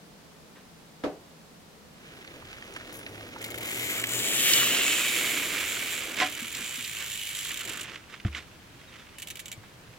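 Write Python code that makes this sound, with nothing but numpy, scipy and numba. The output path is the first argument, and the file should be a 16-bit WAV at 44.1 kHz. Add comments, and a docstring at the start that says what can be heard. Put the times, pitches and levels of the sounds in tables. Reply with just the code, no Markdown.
"""A quiet room with a rustle and one dull knock fades into a yard, where a bicycle rolls in from the left.
Its freewheel buzzes as four pawls (small spring catches) click over each tooth. Tyres and shoes
crunch grit and the tread hums. The frame clanks; the bicycle bumps a wooden wall and rolls a few
teeth more. A far bird chirps, and light gusts rumble on the microphone."""
import sys
import numpy as np
from scipy import signal
from scipy.fft import rfft, irfft
from scipy.io import wavfile
from scipy.ndimage import uniform_filter1d, map_coordinates
from numba import njit

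SR = 44100
rng = np.random.default_rng(int(sys.argv[2]) if len(sys.argv) > 2 else 0)


def transcribe(signal):
    """Save signal, clipped to [-1, 1], as a 16-bit WAV file at the path in sys.argv[1]."""
    frames = np.atleast_2d(signal).T
    limited = np.clip(frames, -1, 1)
    pcm = np.round(limited * 32767).astype(np.int16)
    wavfile.write(sys.argv[1], SR, pcm)


N = 440118
T = np.arange(N) / SR
FADE_S = (1.89, 2.46)  # room into yard

# coasting; the pedals nearly catch the wheel at 4.02 s: t/s, teeth per second, relative level/dB
COAST = [(3.645, 41, -45), (3.9, 112, -39.5), (3.99, 56, -40.5), (4.02, 14, -37), (4.07, 40, -41.5),
         (4.14, 89, -36.5), (4.3, 98, -34.5), (4.51, 148, -26.5), (4.67, 127, -30.5), (5.22, 123, -34),
         (5.5, 112, -38.5), (5.95, 83, -39.5), (6.12, 38.6, -44.5), (6.45, 38, -43.5), (6.7, 63, -42),
         (6.95, 54, -42), (7.45, 50, -40.5), (7.62, 23, -42.5), (7.845, 27.4, -46)]
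# single teeth while the wheel barely turns: t/s, time per tooth/s, relative level/dB
SLOW_TEETH = [(3.4148, .062, -43.5), (3.461, .101, -46), (3.5426, .082, -43.5), (3.607, .05, -45),
              (9.184, .0855, -40), (9.272, 0.072, -39), (9.3553, 0.09, -39.5), (9.4574, 0.14, -39.5)]
# where each pawl drops: share of one tooth step
PAWL_PLACES = [0, .17, .42, .49]
# how hard each pawl clicks: relative level/dB
PAWL_DB = [-2, -6, 0, -4]
def pawl_clicks():
    """Every pawl drops off every tooth. Gives the loudness outline of the clicks and their fading tails."""
    rate, coast_db = columns(COAST)
    turning = (T > COAST[0][0]) & (T < COAST[-1][0])
    teeth = np.cumsum(rate * turning) / SR
    fast, slow = np.zeros((2, N))
    for place, pawl_db in zip(PAWL_PLACES, PAWL_DB):
        timing, force = rng.standard_normal((500, 2)).T
        at = np.searchsorted(teeth, np.arange(500) + .02 + place + .012 * np.clip(timing, -1.5, 1.5))
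        np.add.at(fast, at[at < N], undb(pawl_db + 2 * force[at < N]))
        for s, tooth_s, db in SLOW_TEETH:
            slow[int((s + place * tooth_s) * SR)] = undb(db + pawl_db)
    # a short click, then a fainter, longer tail
    fast, slow = (fading(v, .035) + undb(-15) * fading(v, .13) for v in (fast, slow))
    # even out the power, so faster clicking is not louder by itself
    power = uniform_filter1d(fast ** 2 * turning, SR // 8)
    power /= uniform_filter1d(1. * turning, SR // 8) + 1e-9
    held = np.clip(np.arange(N), *np.flatnonzero(turning)[[0, -1]])
    return fast * undb(coast_db) / np.sqrt(power[held]) + slow


# tone of the rattle: f/Hz, relative level/dB
HUB_TONE = [(530, -34), (900, -34), (1470, -13.5), (1790, -4), (1920, -3.5), (3150, 0.5), (5040, -13),
            (7310, -9), (8550, -10.5), (13700, -9.5), (16000, -12)]
# ringing of hub shell and spokes: f/Hz, width/Hz, relative level/dB
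HUB_RINGS = [(2274, 25, 6), (2970, 11, 3.5), (3730, 16, -1), (6120, 63, 0), (7140, 200, 2.5),
             (7510, 690, 2), (9170, 170, -3), (10630, 370, -2), (13000, 260, -1), (14300, 560, -1)]
# strongest part of the buzz as the wheel turns towards us and away: t/s, f/Hz, boost/dB
BUZZ_PEAK = [(3.4, 2150, 16), (3.9, 2090, 12), (4.2, 2400, -2), (4.45, 3120, 4), (4.85, 2700, 8),
             (5.2, 2212, 11), (6.3, 2380, 6.5), (6.9, 2500, 5), (7.2, 2920, 4), (7.45, 3228, 2),
             (7.85, 2677, 2), (9.2, 2830, 1)]
def freewheel():
    """The clicking pawls rattle the hub and make its shell and spokes ring."""
    clicks = pawl_clicks()
    treble_size = np.std(passed(colour(pair(1), HUB_TONE), 5500, "high", order=4))
    rattle = undb(-1.5) / treble_size * colour(clicks * pair(.65), HUB_TONE)
    peak_hz, boost_db = columns(BUZZ_PEAK)
    hub = rattle + (undb(boost_db) - 1) * np.array([resonate(v, peak_hz, width=163.) for v in rattle])
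    for hz, width, db in HUB_RINGS:
        # the wheel turns, so each ring swells, fades and shifts a little
        centre = hz * (1 + .0019 * drift(3.2))
        hub += undb(db + 2.7 * drift(15)) * np.array([resonate(v, centre, float(width)) for v in rattle])
    # from the side the hub is brighter
    bright_db = -.2 + 3.5 * direction()
    hub += (undb(bright_db) - 1) * passed(hub, 14300, "high", order=1)
    # the treble leans furthest to the left
    return passed(hub, 5340, "high") * follow(TREBLE_PAN_DB) - passed(hub, 6550, "low") * follow(MID_PAN_DB)


# steady rolling over grit: t/s, relative crunch level/dB, relative rumble level/dB
ROLLING = [(1.8, -58, -66), (2.07, -53.5, -54.5), (2.78, -49.5, -50.5), (3.23, -50.5, -46.5),
           (3.71, -40, -43), (4.4, -38, -39), (4.75, -33.5, -39), (5.33, -35, -41), (6.1, -40.5, -50),
           (6.45, -47.5, -54), (7.25, -54, -66), (7.7, -42, -50.5), (7.93, -46, -54), (8.05, -60.5, -63),
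           (9.98, -63, -61)]
# shoes and tyres scuffing: peak t/s, relative level/dB, length/s
SCUFFS = [(6.218, -23, 0.064), (6.37, -41, 0.05), (6.591, -40.5, 0.15), (7.016, -42.5, 0.12),
          (7.495, -46.5, 0.069), (7.7, -39, 0.046), (8.134, -45.5, .06), (8.269, -41, 0.022),
          (8.377, -38.5, .06), (8.97, -52, 0.24), (9.646, -57, 0.047), (9.925, -59, .06)]
# tone of the grit: f/Hz, relative level/dB
CRUNCH_TONE = [(700, -20), (1100, -0.5), (1500, 3), (2300, 4), (3200, 1.5), (4500, -8), (7000, -11.5),
               (12000, -29)]
# tone of the tyre body: f/Hz, relative level/dB
RUMBLE_TONE = [(60, -16), (120, -9), (290, 4), (600, -1), (900, -8.5), (1400, -24.5)]
def grit():
    """Many grains, big and small, crack under tyres and shoes while the tyre body rumbles."""
    crunch_db, rumble_db = columns(ROLLING)
    scuffs = sum(undb(db - 18 * np.abs((T - s) / length) ** 1.1) for s, db, length in SCUFFS)
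    grains_per_s, patchy_db = 1800, 1.5
    grains = (rng.random(N) < grains_per_s / SR) * undb(3.04 * rng.exponential(size=N))
    cracks = fading(grains, t60=.014) * pair(.84)
    crunch = level(colour(cracks, CRUNCH_TONE), .86) * follow(MID_PAN_DB)
    crunch *= np.hypot(undb(crunch_db + patchy_db * drift(12)), scuffs)
    rumble = level(colour(pair(.96), RUMBLE_TONE), -.31)
    rumble *= np.hypot(undb(rumble_db + patchy_db * drift(12)), undb(-11.5) * scuffs)
    return (crunch + rumble) * np.clip((T - FADE_S[0]) / .21, 0, 1)


# hum of the tyre knobs: t/s, f/Hz, level/dB
TREAD = [(2.9, 96.4, -58.5), (3.826, 122.1, -48.5), (3.92, 111.7, -56.5), (4.476, 136, -54),
         (4.8, 111.7, -53)]
def tread_hum():
    """The tyre's knobs meet uneven ground, so their hum wavers."""
    hz, db = columns(TREAD)
    fade = np.clip((T - TREAD[0][0]) / .26, 0, 1) * np.clip((TREAD[-1][0] - T) / .19, 0, 1)
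    tone = np.sqrt(2) * np.sin(2 * np.pi * np.cumsum(hz) / SR)
    return tone * undb(db + 4.5 * drift(12)) * fade


# small ticks: t/s, level/dB, middle f/Hz
TICKS = [(2.276, -39, 2600), (2.423, -40, 1100), (2.624, -35.5, 1900), (2.738, -43, 6500),
         (2.762, -25.5, 1810), (2.764, -45, 7450), (2.81, -37.5, 1800), (3.064, -30, 2240),
         (3.281, -51, 11000), (3.361, -33, 1100), (3.385, -47, 5000), (3.442, -31.5, 3500),
         (3.487, -35, 1510), (3.543, -30, 2000), (4.039, -19.5, 2470), (4.535, -14.5, 5400),
         (4.579, -20, 2800), (5.579, -25, 2360), (6.551, -33, 4010), (6.847, -30.5, 3500),
         (7.508, -26.5, 2350), (7.88, -34, 1795), (7.958, -33, 2130), (8.14, -33, 1850), (8.2, -39, 2500),
         (8.249, -34, 1760), (8.281, -38, 1590), (8.348, -29.5, 2330), (8.89, -49, 1600),
         (9.069, -46.5, 1990), (9.635, -43, 1330), (9.936, -52, 2490)]
def ticks():
    """Stones, pedal and cable each tick with a tiny puff of noise."""
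    return sum(placed(s, undb(db) * burst(hz / 1.4, hz * 1.38, t60=.033)) for s, db, hz in TICKS)


# low bumps: t/s, level/dB, f/Hz, ring time/s (the time to fade by 60 dB, called t60)
BUMPS = [(6.12, -39, 248.7, .06), (6.42, -32, 232.5, 0.11), (6.61, -38, 238, .06), (6.78, -39, 249.4, .093),
         (7.695, -38, 320, .08), (8.282, -31.5, 73, .37), (9.577, -38, 108, .13), (9.891, -42, 114, .092)]
def frame_bumps():
    """Each bump sends one low note through the frame."""
    return sum(placed(s, -undb(db) * ring([(hz, 0, t60)], push_s=.0029)) for s, db, hz, t60 in BUMPS)


# notes of the wooden wall: f/Hz, relative level/dB, ring time/s
WALL_NOTES = [(102.3, -.5, .073), (195, -9.5, .087), (330, -22, .15), (690, -24, .06)]
def wall_thud():
    """The bicycle hits the wall and the wood booms briefly."""
    return placed(8.2505, -undb(-11.5) * ring(WALL_NOTES, push_s=.0036))


# notes of the frame: f/Hz, relative level/dB, ring time/s
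FRAME_NOTES = [(291, -17, 0.43), (610, -12.5, 0.27), (740, 2, 0.15), (790, -7, 0.15), (1041, 4, 0.083),
               (1960, -1, 0.13), (2110, -4.5, 0.1), (2620, -14, 0.061)]
def frame_clank():
    """The frame rings once with several notes together."""
    return placed(6.214, undb(-19.5) * ring(FRAME_NOTES, push_s=.0081, smear=.3))


# notes of a chain link: f/Hz, relative level/dB, ring time/s
LINK_NOTES = [(10000, -10, 0.61), (11600, -19, .25), (12800, -7, .12)]
def chain_jingle():
    """Chain links touch on the left, each with a click and a high ring."""
    out = np.zeros((2, N))
    for s in (2.927, 2.94, 2.953, 2.968, 2.988):
        touch = burst(6000, 15500, t60=.07) + undb(-8) * ring(LINK_NOTES, push_s=.001, smear=.5)
        out += placed(s, undb(-44) * touch)
    return out * panned(6)


# notes of the knocked wood: f/Hz, relative level/dB, ring time/s
KNOCK_NOTES = [(288, 3, 0.26), (422, -7, 0.32), (511, -12, 0.41), (605, -3, 0.23), (920, -31, 0.19),
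               (1310, -8, 0.066), (1720, -26, .1)]
def knock():
    """A wooden body is knocked indoors and the walls answer."""
    wood = undb(-23.5) * ring(KNOCK_NOTES, push_s=.0047, smear=.46)
    low = undb(-28) * burst(250, 630, t60=.34)
    middle = undb(-33) * burst(300, 1350, t60=.22, channels=2)
    high = undb(-40) * burst(1500, 4400, t60=.19, channels=2)
    return placed(1.037, wood + low + middle + high)


def rustle():
    """One faint puff of noise indoors."""
    return placed(.559, undb(-52) * burst(810, 2500, t60=.29))


# bird calls: t/s, length/s, start f/Hz, end f/Hz, level/dB
CHIRPS = [(8.785, .03, 4200, 3500, -61), (8.87, .04, 4000, 3450, -55), (8.92, .03, 3200, 3000, -59),
          (8.97, .07, 3600, 3400, -57), (9.14, .05, 3050, 2900, -56)]
def bird():
    """A far bird sings short, fluttering whistles that slide down."""
    out = np.zeros((2, N))
    for s, length, from_hz, to_hz, db in CHIRPS:
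        progress = np.clip(T[:SR // 4] / length, 0, 1)
        whistle = np.sin(2 * np.pi * np.cumsum(from_hz + (to_hz - from_hz) * progress) / SR)
        flutter_db = 2 * drift(140)[:SR // 4]
        out += placed(s, undb(db + flutter_db) * np.sin(np.pi * progress) * whistle)
    return out


# strength of the wind: t/s, level/dB
WIND = [(2.0, -86), (2.4, -61), (2.9, -61), (3.4, -77), (5.5, -65), (7, -72), (9.9, -73)]
def wind():
    """Light gusts rumble on the microphone, more on the left."""
    gust_db = columns(WIND)[0] + 2.3 * drift(2.8)
    return level(passed(pair(1), (25, 90), "band"), gust_db) * panned(3)


# tone of the room's hush: f/Hz, relative level/dB
ROOM_TONE = [(12, -91), (20, -30), (49, -8), (120, -12.5), (154, 0), (377, -11), (446, -7.5), (660, -10),
             (897, -15.5), (2460, -21.5), (4420, -23), (16000, -34.5)]
# tone of the yard's hush: f/Hz, relative level/dB
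YARD_TONE = [(12, -53), (20, -19.5), (116, -5.5), (210, -11), (293, -14), (446, -16.5), (574, -15),
             (738, -18.5), (1030, -19.5), (2990, -23.5), (16000, -38.5)]
def air(tone):
    """A steady hush: the bass is alike left and right, the treble is not."""
    bass = colour(pair(.9), [(400, 1), (1200, -19.5)])
    treble = colour(pair(.066), [(300, -5), (1000, 3.5)])
    return level(colour(bass + treble, tone), -51.5)


TREBLE_PAN_DB, MID_PAN_DB = (1.9, 11), (-4.5, 2)  # left minus right: (ahead, extra at far left)
# the bicycle's path: t/s, direction (1 far left, 0 ahead)
PATH = [(3.7, 1), (4.1, .75), (4.5, .4), (5.2, 0), (6.5, -.12)]
def direction():
    """Where the bicycle is at each moment."""
    return columns(PATH)[0]


def follow(pan_db):
    """Left and right volumes that follow the bicycle."""
    return panned(pan_db[0] + pan_db[1] * direction())


def panned(pan_db):
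    return undb(np.vstack([pan_db, -pan_db]) / 2)


def undb(db):
    return 10 ** (np.asarray(db) / 20)


def level(x, db):
    return x * undb(db) / np.sqrt(np.mean(x ** 2))


def columns(table):
    """Each column after the time as a curve over all samples."""
    s, *rest = np.transpose(table)
    return [np.interp(T, s, c) for c in rest]


def placed(s, sound):
    """A silent stereo track with the sound starting at s seconds."""
    out, i = np.zeros((2, N)), int(s * SR)
    out[:, i:i + sound.shape[-1]] = sound[..., :N - i]
    return out


def pair(alike):
    """Left and right noise, from unrelated (0) to the same (1)."""
    mid, side = rng.standard_normal((2, N))
    return (np.sqrt(1 + alike) * mid + np.sqrt(1 - alike) * side * np.array([[1], [-1]])) / np.sqrt(2)


def drift(rate):
    """A smooth random curve of typical size 1, changing about rate times a second."""
    span = int(SR / rate)
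    v = uniform_filter1d(uniform_filter1d(rng.standard_normal(N), span), span)
    return v / v.std()


def fading(train, t60):
    """Gives every spike a fading tail."""
    return signal.lfilter([1], [1, -1000 ** (-1 / (t60 * SR))], train)


def ring(notes, push_s, smear=0):
    """Fading notes after a push; smear roughens them to stand for echoes."""
    t = T[:SR // 4]
    out = 0
    for hz, db, t60 in notes:
        wobble = uniform_filter1d(rng.standard_normal((2, len(t))), 300)
        note = undb(db) * np.sin(2 * np.pi * hz * t) * 1000 ** (-t / t60)
        out += note * (1 + smear * wobble / wobble.std())
    return out * np.clip(t / push_s, 0, 1) / (1 + smear)


def burst(lo_hz, hi_hz, t60, channels=1):
    """A fading puff of noise between two frequencies."""
    noise = passed(rng.standard_normal((channels, SR // 4)), (lo_hz, min(hi_hz, 16000)), "band")
    return noise / noise.std() * 1000 ** (-T[:SR // 4] / t60)


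def passed(x, hz, kind, order=2):
    return signal.sosfilt(signal.butter(order, hz, kind, fs=SR, output="sos"), x)


def colour(x, tone):
    """Shapes a sound's tone by (f/Hz, level/dB) points."""
    tone_hz, tone_db = np.transpose(tone)
    hz = np.maximum(np.fft.rfftfreq(2048, 1 / SR), 1)
    db = np.interp(np.log(hz), np.log(tone_hz), tone_db)
    cepstrum = irfft(np.log(undb(db)))
    # fold it so the filter never rings before a click
    cepstrum[1:1024] *= 2
    cepstrum[1025:] = 0
    response = irfft(np.exp(rfft(cepstrum)))
    return signal.oaconvolve(np.atleast_2d(x), response[None], axes=1)[:, :N]


@njit
def resonate(x, hz, width):
    """Keeps a narrow band around a moving frequency."""
    y, band, low = np.empty(len(x)), 0., 0.
    for i in range(len(x)):
        g, damping = np.tan(np.pi * hz[i] / SR), width / hz[i]
        v = (band + g * (x[i] - low)) / (1 + g * (g + damping))
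        band, low, y[i] = 2 * v - band, low + 2 * g * v, damping * v
    return y


def scene():
    """The room's hush fades into the yard's, and the bicycle rolls in."""
    events = freewheel() + grit() + tread_hum() + ticks() * follow(MID_PAN_DB)
    events += frame_bumps() + wall_thud() + frame_clank() + chain_jingle() + bird()
    lag_samples = 8 * direction()  # sound from the left reaches the right side later
    events[1] = map_coordinates(events[1], [np.arange(N) - lag_samples], order=3, mode="nearest")
    outside = np.clip((T - FADE_S[0]) / (FADE_S[1] - FADE_S[0]), 0, 1)
    room = np.sqrt(1 - outside) * air(ROOM_TONE) + knock() + rustle()
    return events + room + np.sqrt(outside) * air(YARD_TONE) + wind()


def record(dry):
    """Cuts the very highest treble."""
    return signal.sosfilt(signal.ellip(10, .2, 70, 15950, fs=SR, output="sos"), dry)


dry = scene()
out = record(dry)
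transcribe(out)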